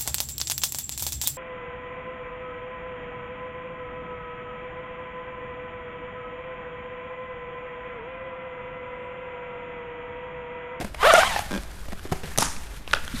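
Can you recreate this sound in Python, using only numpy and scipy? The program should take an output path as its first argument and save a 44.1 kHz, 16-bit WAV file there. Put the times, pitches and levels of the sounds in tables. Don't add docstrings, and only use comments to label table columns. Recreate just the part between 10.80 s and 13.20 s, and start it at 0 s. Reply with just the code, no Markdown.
import sys
import numpy as np
from scipy import signal
from scipy.io import wavfile

SR = 44100
rng = np.random.default_rng(int(sys.argv[2]) if len(sys.argv) > 2 else 0)


def amplitude_ratio(level_db):
    exponent = np.asarray(level_db, float) / 20
    return 10 ** exponent


def put_to_file(sound):
    columns = np.atleast_2d(sound).T
    safe = np.clip(columns, -1, 1)
    whole_steps = np.round(safe * 32767)
    wavfile.write(sys.argv[1], SR, whole_steps.astype(np.int16))


N = 105840
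GRAINS_PER_S = 1100


def rms_one(x):
    return x / np.sqrt(np.mean(x ** 2) + 1e-20)


def peak_one(x):
    return x / np.max(np.abs(x))


def in_time(rows):
    s, *columns = np.transpose(rows)
    return [np.interp(np.arange(N) / SR, s, column) for column in columns]


def drift(rate_hz):
    r = np.exp(-2 * np.pi * rate_hz / SR)
    wander = signal.lfilter([1], [1, -2 * r, r * r], rng.standard_normal(N + SR))
    return rms_one(wander[SR:])


def ring(x, hz, t60):
    r, w = amplitude_ratio(-60 / (t60 * SR)), 2 * np.pi * hz / SR
    return signal.lfilter([0, np.sin(w)], [1, -2 * r * np.cos(w), r * r], x + 1e-18)


def butter(x, order, hz, kind):
    return signal.sosfilt(signal.butter(order, hz, kind, fs=SR, output="sos"), x)


def colour(x, spectrum, patchy_db):
    out, edges = 0, 20 * 2 ** np.arange(0, 10.1, .5)
    hz, db = np.transpose(spectrum)
    for k, (low, high) in enumerate(zip(edges, edges[1:])):
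        band = butter(x[k % 2], 2, [low, high], "band")
        band_db = np.interp(np.log(low * high) / 2, np.log(hz), db)
        out = out + band * amplitude_ratio(band_db + patchy_db * drift(21.0))
    return rms_one(out)


def add(out, s, x):
    i = int(s * SR)
    out[i:i + len(x)] += x[:len(out) - i]


def air():
    # frequency in Hz, level in dB per Hz.
    air_tone = [(24, -22), (45, 10), (68, 0.5), (95, -9.5), (221, -14), (627, -19), (1000, -21),
                (4030, -35.5), (12300, -44), (15000, -65)]
    hum = butter(colour(rng.standard_normal((2, N)), air_tone, patchy_db=3.0), 4, 24.5, "high")
    wobble = butter(rng.standard_normal(N + SR), 3, [5, 10.96], "band")[SR:]
    return amplitude_ratio(-40.5) * hum + amplitude_ratio(-36) * rms_one(wobble)


def hall(x):
    t60, early_db, early_t60, wall_cut_hz = 1.38, 15, 0.15, 2700
    t = np.arange(int(1.5 * SR)) / SR
    noise = rng.standard_normal(len(t))
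    low = butter(noise, 1, wall_cut_hz, "low")
    echoes = low + (noise - low) * amplitude_ratio(-40 * t / t60)
    decay = amplitude_ratio(-60 * t / t60) + amplitude_ratio(early_db - 60 * t / early_t60)
    gap = np.clip((t - .008) / 0.015, 0, 1)
    tail = butter(echoes * decay * gap, 2, 250, "high")
    return signal.fftconvolve(x, tail / np.sqrt(np.sum(tail ** 2)))[:N]


def cloth():
    # time in seconds, level in dB.
    movement = [(0, -41), (.06, -50), (.12, -56), (.6, -37.5), (.68, -44.5), (.78, -44.5), (.85, -49.5),
                (1.12, -52), (1.3, -49), (1.36, -46), (1.42, -49.5), (1.47, -42.5), (1.56, -47.5),
                (1.97, -48.5), (2.062, -63), (2.085, -44), (2.31, -45.5), (2.37, -39.5)]
    # frequency in Hz, level in dB per Hz.
    cloth_tone = [(180, 6.5), (300, -16), (431, -48), (620, -20), (720, -74), (1120, 0), (7500, -13),
                  (10600, -10), (15500, -21.5)]
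    catches = rng.random((2, N)) < GRAINS_PER_S / SR
    grains = catches * amplitude_ratio(1.9 * rng.exponential(1, (2, N))) * rng.choice([-1, 1], (2, N))
    source = rms_one(grains) + rng.standard_normal((2, N))
    level_db, = in_time(movement)
    return amplitude_ratio(level_db + 2.5 + 1.4 * drift(25.0)) * colour(source, cloth_tone, patchy_db=0.7)


def rustle():
    start_s, rise_s, level_db = 2.32, 0.036, -44
    noise, t = rng.standard_normal(N), np.arange(N) / SR - start_s
    bands = rms_one(ring(noise, 3780, 0.005)) + amplitude_ratio(-7.0) * rms_one(ring(noise, 2600, .003))
    return amplitude_ratio(level_db + 2.7 * drift(30.0)) * np.clip(t / rise_s, 0, 1) * bands


def thumps():
    # start in seconds, peak in dB, floor pitch in Hz.
    landings = [(.002, -29.5, 270), (0.042, -26, 210), (1.123, -28, 219), (1.25, -34, 300),
                (1.317, -16, 166), (1.438, -30.5, 177), (1.584, -24, 208.6), (1.625, -47, 178),
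                (1.767, -33.5, 221), (2.339, -21.5, 236.5)]
    out, t, t60 = np.zeros(N), np.arange(SR // 8) / SR, 0.052
    for s, db, hz in landings:
        blow = rng.standard_normal(len(t)) * np.exp(-t / 0.0048)
        add(out, s, amplitude_ratio(db) * peak_one(ring(ring(blow, hz, t60), hz, t60 / 4)))
    return out


def scuffs():
    # start in seconds, peak in dB, length in seconds, ring in Hz.
    rubs = [(.001, -19.5, 0.002, 660), (.009, -20.5, 0.014, 1750), (0.025, -25.5, 0.0076, 1730),
            (.045, -21.5, 0.0061, 1810), (0.144, -26.5, 0.0065, 3100), (0.5595, -19, 0.006, 850),
            (1.054, -33, 0.0075, 1650), (1.082, -29, 0.0099, 1580), (1.12, -26, 0.0099, 1970),
            (1.13, -24, 0.004, 1500), (1.249, -30, 0.016, 1240), (1.315, -20, 0.017, 1200),
            (1.321, -16, .011, 1700), (1.354, -31, 0.0071, 2870), (1.433, -25.5, 0.017, 2370),
            (1.474, -34, 0.013, 2200), (1.58, -20, 0.0038, 540), (1.585, -19.5, 0.011, 1100),
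            (1.622, -17.5, 0.0049, 930), (2.16, -25, 0.0032, 2750), (2.17, -30.5, 0.016, 1260)]
    dull_db, edge_db = 1.5, -0.5
    out, t = np.zeros(N), np.arange(SR // 8) / SR
    for s, db, length, hz in rubs:
        rub = rng.standard_normal(len(t)) * np.minimum(t / 0.0013, 1) * np.exp(-(t / length) ** 2)
        body = peak_one(ring(rub, hz, 0.0015)) + amplitude_ratio(dull_db) * peak_one(ring(rub, 685, 0.0035))
        edge = np.diff(signal.lfilter([1], [1, -1.6, .66], rub), prepend=0)
        add(out, s, amplitude_ratio(db) * peak_one(body + amplitude_ratio(edge_db) * peak_one(edge)))
    return out


def creak():
    # time of the slip in seconds, level in dB.
    slips = [(0.709, -25.5), (0.717, -23), (0.729, -22.5), (0.739, -23), (0.749, -22.5), (0.76, -22.5),
             (0.776, -24)]
    # mode in Hz, level in dB, t60 in seconds.
    boot = [(203.1, -5, 0.15), (323, -3, 0.031), (564.5, -6, 0.034), (1000, -6.5, 0.013), (1606, -7, 0.037),
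            (2440, -13.5, 0.037), (3470, -14, 0.021)]
    out, t = np.zeros(N), np.arange(SR // 20) / SR
    for hz, mode_db, t60 in boot:
        train = np.zeros(N)
        for s, db in slips:
            train[int(s * SR)] = amplitude_ratio(db + mode_db + rng.normal(0, 1))
        out = ring(train, hz, t60) - out
    puff_db, puff_t60 = 5, 0.018
    for s, db in slips:
        hiss = ring(rng.standard_normal(len(t)), 3000, 0.00037) / 3
        add(out, s, amplitude_ratio(db + puff_db - 60 * t / puff_t60) * hiss)
    return out


def skid():
    # frequency in Hz, level in dB per Hz.
    skid_tone = [(180, 5), (300, 8.5), (490, -16), (943, 7), (3790, -3.5), (5800, 4.5), (9800, -1),
                 (15000, -42)]
    start_s, hold_s, t60, level_db, grit_share = 1.579, .055, 0.46, -28, 0.95
    t = np.arange(N) / SR - start_s
    shape = np.clip(t / .006, 0, 1) * amplitude_ratio(-60 * np.clip(t - hold_s, 0, None) / t60)
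    grit = (rng.random((2, N)) < GRAINS_PER_S / SR) * rng.standard_normal((2, N))
    source = rng.standard_normal((2, N)) + grit_share * rms_one(grit)
    return amplitude_ratio(level_db) * shape * colour(source, skid_tone, patchy_db=.8)


def clicks(table):
    ring_t60, crack_t60, upper_db = .008, .004, 2
    out, t = np.zeros(N), np.arange(SR // 20) / SR
    for s, db, low_hz, high_hz, crack_db in table:
        touch = rng.standard_normal(len(t)) * amplitude_ratio(-60 * t / crack_t60)
        lower = peak_one(ring(touch, low_hz, ring_t60))
        upper = peak_one(ring(touch, high_hz, ring_t60 / 2))
        body = signal.lfilter([1, -1], [1, -.96], lower + amplitude_ratio(upper_db) * upper)
        crack = ring(touch, 9430, 0.0013) + 0.5 * ring(touch, 6060, 0.003)
        crack = crack + 0.04 * np.diff(touch, prepend=0)
        add(out, s, amplitude_ratio(db) * peak_one(body) + amplitude_ratio(crack_db) * peak_one(crack))
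    return out


def snaps():
    # start in seconds, peak in dB, ring in Hz, t60 in
    # seconds, edge in Hz.
    releases = [(.3383, -1, 560, .011, 15000), (.5605, -17, 1780, .03, 4000), (.5625, -16, 830, .05, 2500),
                (.561, -24, 2650, .025, 6000), (.5925, -18, 720, .025, 2500), (2.1363, -4, 1450, .012, 6000),
                (2.1363, -9, 2500, .006, 8000),
                (0.4331, -6.5, 1130, 0.0087, 2500), (1.252, -32, 390, 0.045, 900),
              (1.322, -22.5, 390, 0.057, 890), (1.5807, -22.5, 113, 0.076, 1480),
              (1.6228, -13.5, 910, 0.016, 3000), (1.6286, -14, 1150, 0.0059, 4000),
              (2.1329, -6, 1760, 0.0028, 6000), (2.1329, -34, 3890, .006, 9100),
              (2.139, -18.5, 560, 0.013, 2000), (2.171, -30, 1270, 0.02, 2520)]
    out, t = np.zeros(N), np.arange(SR // 8) / SR
    for s, db, hz, t60, edge_hz in releases:
        swing = -np.cos(2 * np.pi * hz * t) * amplitude_ratio(-60 * t / t60)
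        swing = butter(swing, 2, [hz / 3, min(edge_hz, SR / 3)], "band")
        add(out, s, amplitude_ratio(db) * peak_one(swing))
    return out


def ribs(stroke):
    # time in seconds, overtone gain in dB.
    press = [(.2, -3), (.235, 1.5), (.255, 3), (.27, 4), (.295, 0), (.31, 12), (.322, 5.5), (.337, -9.5),
             (.352, 9.5), (.37, -3), (.39, -3.5), (.41, 1.5), (.44, 6), (.458, 8), (.49, 7), (.512, 0),
             (.54, -7), (.562, -3)]
    # frequency in Hz, level in dB.
    radiation = [(300, -35), (450, -1), (650, 4), (850, -11), (1300, -0.5), (2100, -15.5), (3400, -16.5),
                 (5000, -30), (8000, -40)]
    jitter, scatter, flutter_db, fade_s = .008, .28, 1.0, .007
    (hz, db), (press_db,) = in_time(stroke), in_time(press)
    t, (body_hz, body_db) = np.arange(N) / SR, np.transpose(radiation)
    gate = np.clip(np.minimum(t - stroke[0][0], stroke[-1][0] - t) / fade_s, 0, 1)
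    out = 0
    for ratio, loop_db in ((1, 0), (1.2, -11)):
        rib_hz = hz * ratio
        turn = 2 * np.pi * np.cumsum(rib_hz * (1 + jitter * drift(56.4))) / SR
        turn = turn + scatter / 4 * drift(220.0)
        for k in range(1, 8):
            tone_db = np.interp(np.log(k * rib_hz), np.log(body_hz), body_db) + (k > 1) * press_db
            level = amplitude_ratio(loop_db + tone_db + flutter_db * min(k, 3) * drift(40.0))
            out = out + level * np.sin(k * turn + scatter * min(k, 3) * drift(67.0))
    return gate * amplitude_ratio(db - 1) * out, gate * amplitude_ratio(db)


def belt():
    # time in seconds, ribs per second in Hz, level in dB.
    lead = [(.172, 897, -42.5), (.22, 1052, -18.5), (.245, 1373, -43), (.28, 1870, -59)]
    pull = [(0.226, 384.3, -11.5), (0.24, 432.6, -20.5), (0.252, 503.3, -14), (0.262, 567.3, -16.5),
            (0.274, 597, -12), (0.284, 673, -17.5), (0.294, 678, -15), (0.31, 582, -18.5),
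            (0.316, 590, -18)]
    jerk = [(0.311, 738.7, -14), (0.321, 779, -14), (0.339, 643, -14), (0.349, 712, -15),
            (0.371, 730, -14.5), (0.388, 620.6, -11.5), (0.411, 820, -17), (0.43, 735, -20),
            (0.448, 830, -18)]
    tail_end = [(0.442, 942, -13), (0.454, 1034, -21.5), (0.476, 1099, -22), (0.488, 994.5, -29),
                (0.496, 1001, -23.5), (0.522, 893, -22), (0.572, 904, -26.5), (0.596, 812, -28),
                (0.6, 814.1, -46)]
    # frequency in Hz, level in dB per Hz.
    swish = [(240, -21.5), (400, -52), (663, -2.5), (928, -16.5), (1400, -18), (1790, -13), (7320, -26.5),
             (9790, -26), (15500, -38)]
    buzz, rub = np.sum([ribs(stroke) for stroke in (lead, pull, jerk, tail_end)], axis=0)
    keep = np.exp(-1 / (.02 * SR))
    rub = (rub + signal.lfilter([1 - keep], [1, -keep], rub)) / 2
    return buzz + amplitude_ratio(-8) * rub * colour(rng.standard_normal((2, N)), swish, patchy_db=2.5)


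def scene():
    # start in seconds, ring in dB, lower and upper ring in Hz, crack in dB.
    buckle = [(.147, -22.5, 1220, 2160, -29), (.3377, -14, 2000, 3200, -6), (.433, -30, 1130, 1400, -42),
              (.592, -20, 754.5, 1614, -17.5), (1.194, -29.5, 1540, 3220, -37),
              (1.561, -25, 1640, 680, -52), (1.5765, -19.5, 880, 3930, -8.5), (1.5845, -15, 710, 2580, -6),
              (1.586, -12.5, 1200, 3970, -4), (1.6095, -41, 1220, 3500, -10),
              (1.6125, -35, 1200, 3500, -21), (1.6265, -14.5, 1470, 3860, -8),
              (2.077, -19, 1090, 2530, -51), (2.112, -22, 2240, 3300, -52), (2.1322, -13, 3800, 1960, -22),
              (2.1358, -28, 3400, 5660, -22.5), (2.15, -16.5, 1250, 3300, -34),
              (2.279, -20.5, 3230, 1650, -29)]
    ticks = [(.5605, -17, 1833, 2550, -41), (.567, -25, 850, 2660, -29), (1.5955, -42, 5500, 3000, -22),
             (1.601, -33, 5600, 2010, -28), (1.6175, -16, 5450, 7500, -32), (1.6235, -18, 2500, 5000, -20),
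             (1.638, -23, 2970, 4020, -27), (1.651, -34, 1000, 7000, -22), (1.667, -21, 1960, 1210, -39),
             (1.765, -26.5, 2600, 4520, -36), (2.147, -20, 1230, 4650, -50), (2.1615, -27, 1500, 2700, -40),
             (2.25, -32, 1500, 2980, -29), (.565, -25, 2660, 1820, -36), (.571, -24, 900, 2690, -49)]
    hits = clicks(buckle) + scuffs() + thumps() + creak() + snaps()
    near = belt() + skid()
    walls = amplitude_ratio(-22) * hall(near + amplitude_ratio(10.0) * hits)
    return (near + hits + cloth() + walls + air() + clicks(ticks) + rustle())[None]


def low_pass(x):
    return signal.sosfilt(signal.butter(12, 15760, fs=SR, output="sos"), x)


def record(dry):
    soft = butter(dry, 5, 13500, "low")
    return low_pass(np.clip(soft, -1, 1))


dry = scene()
out = record(dry)
put_to_file(out)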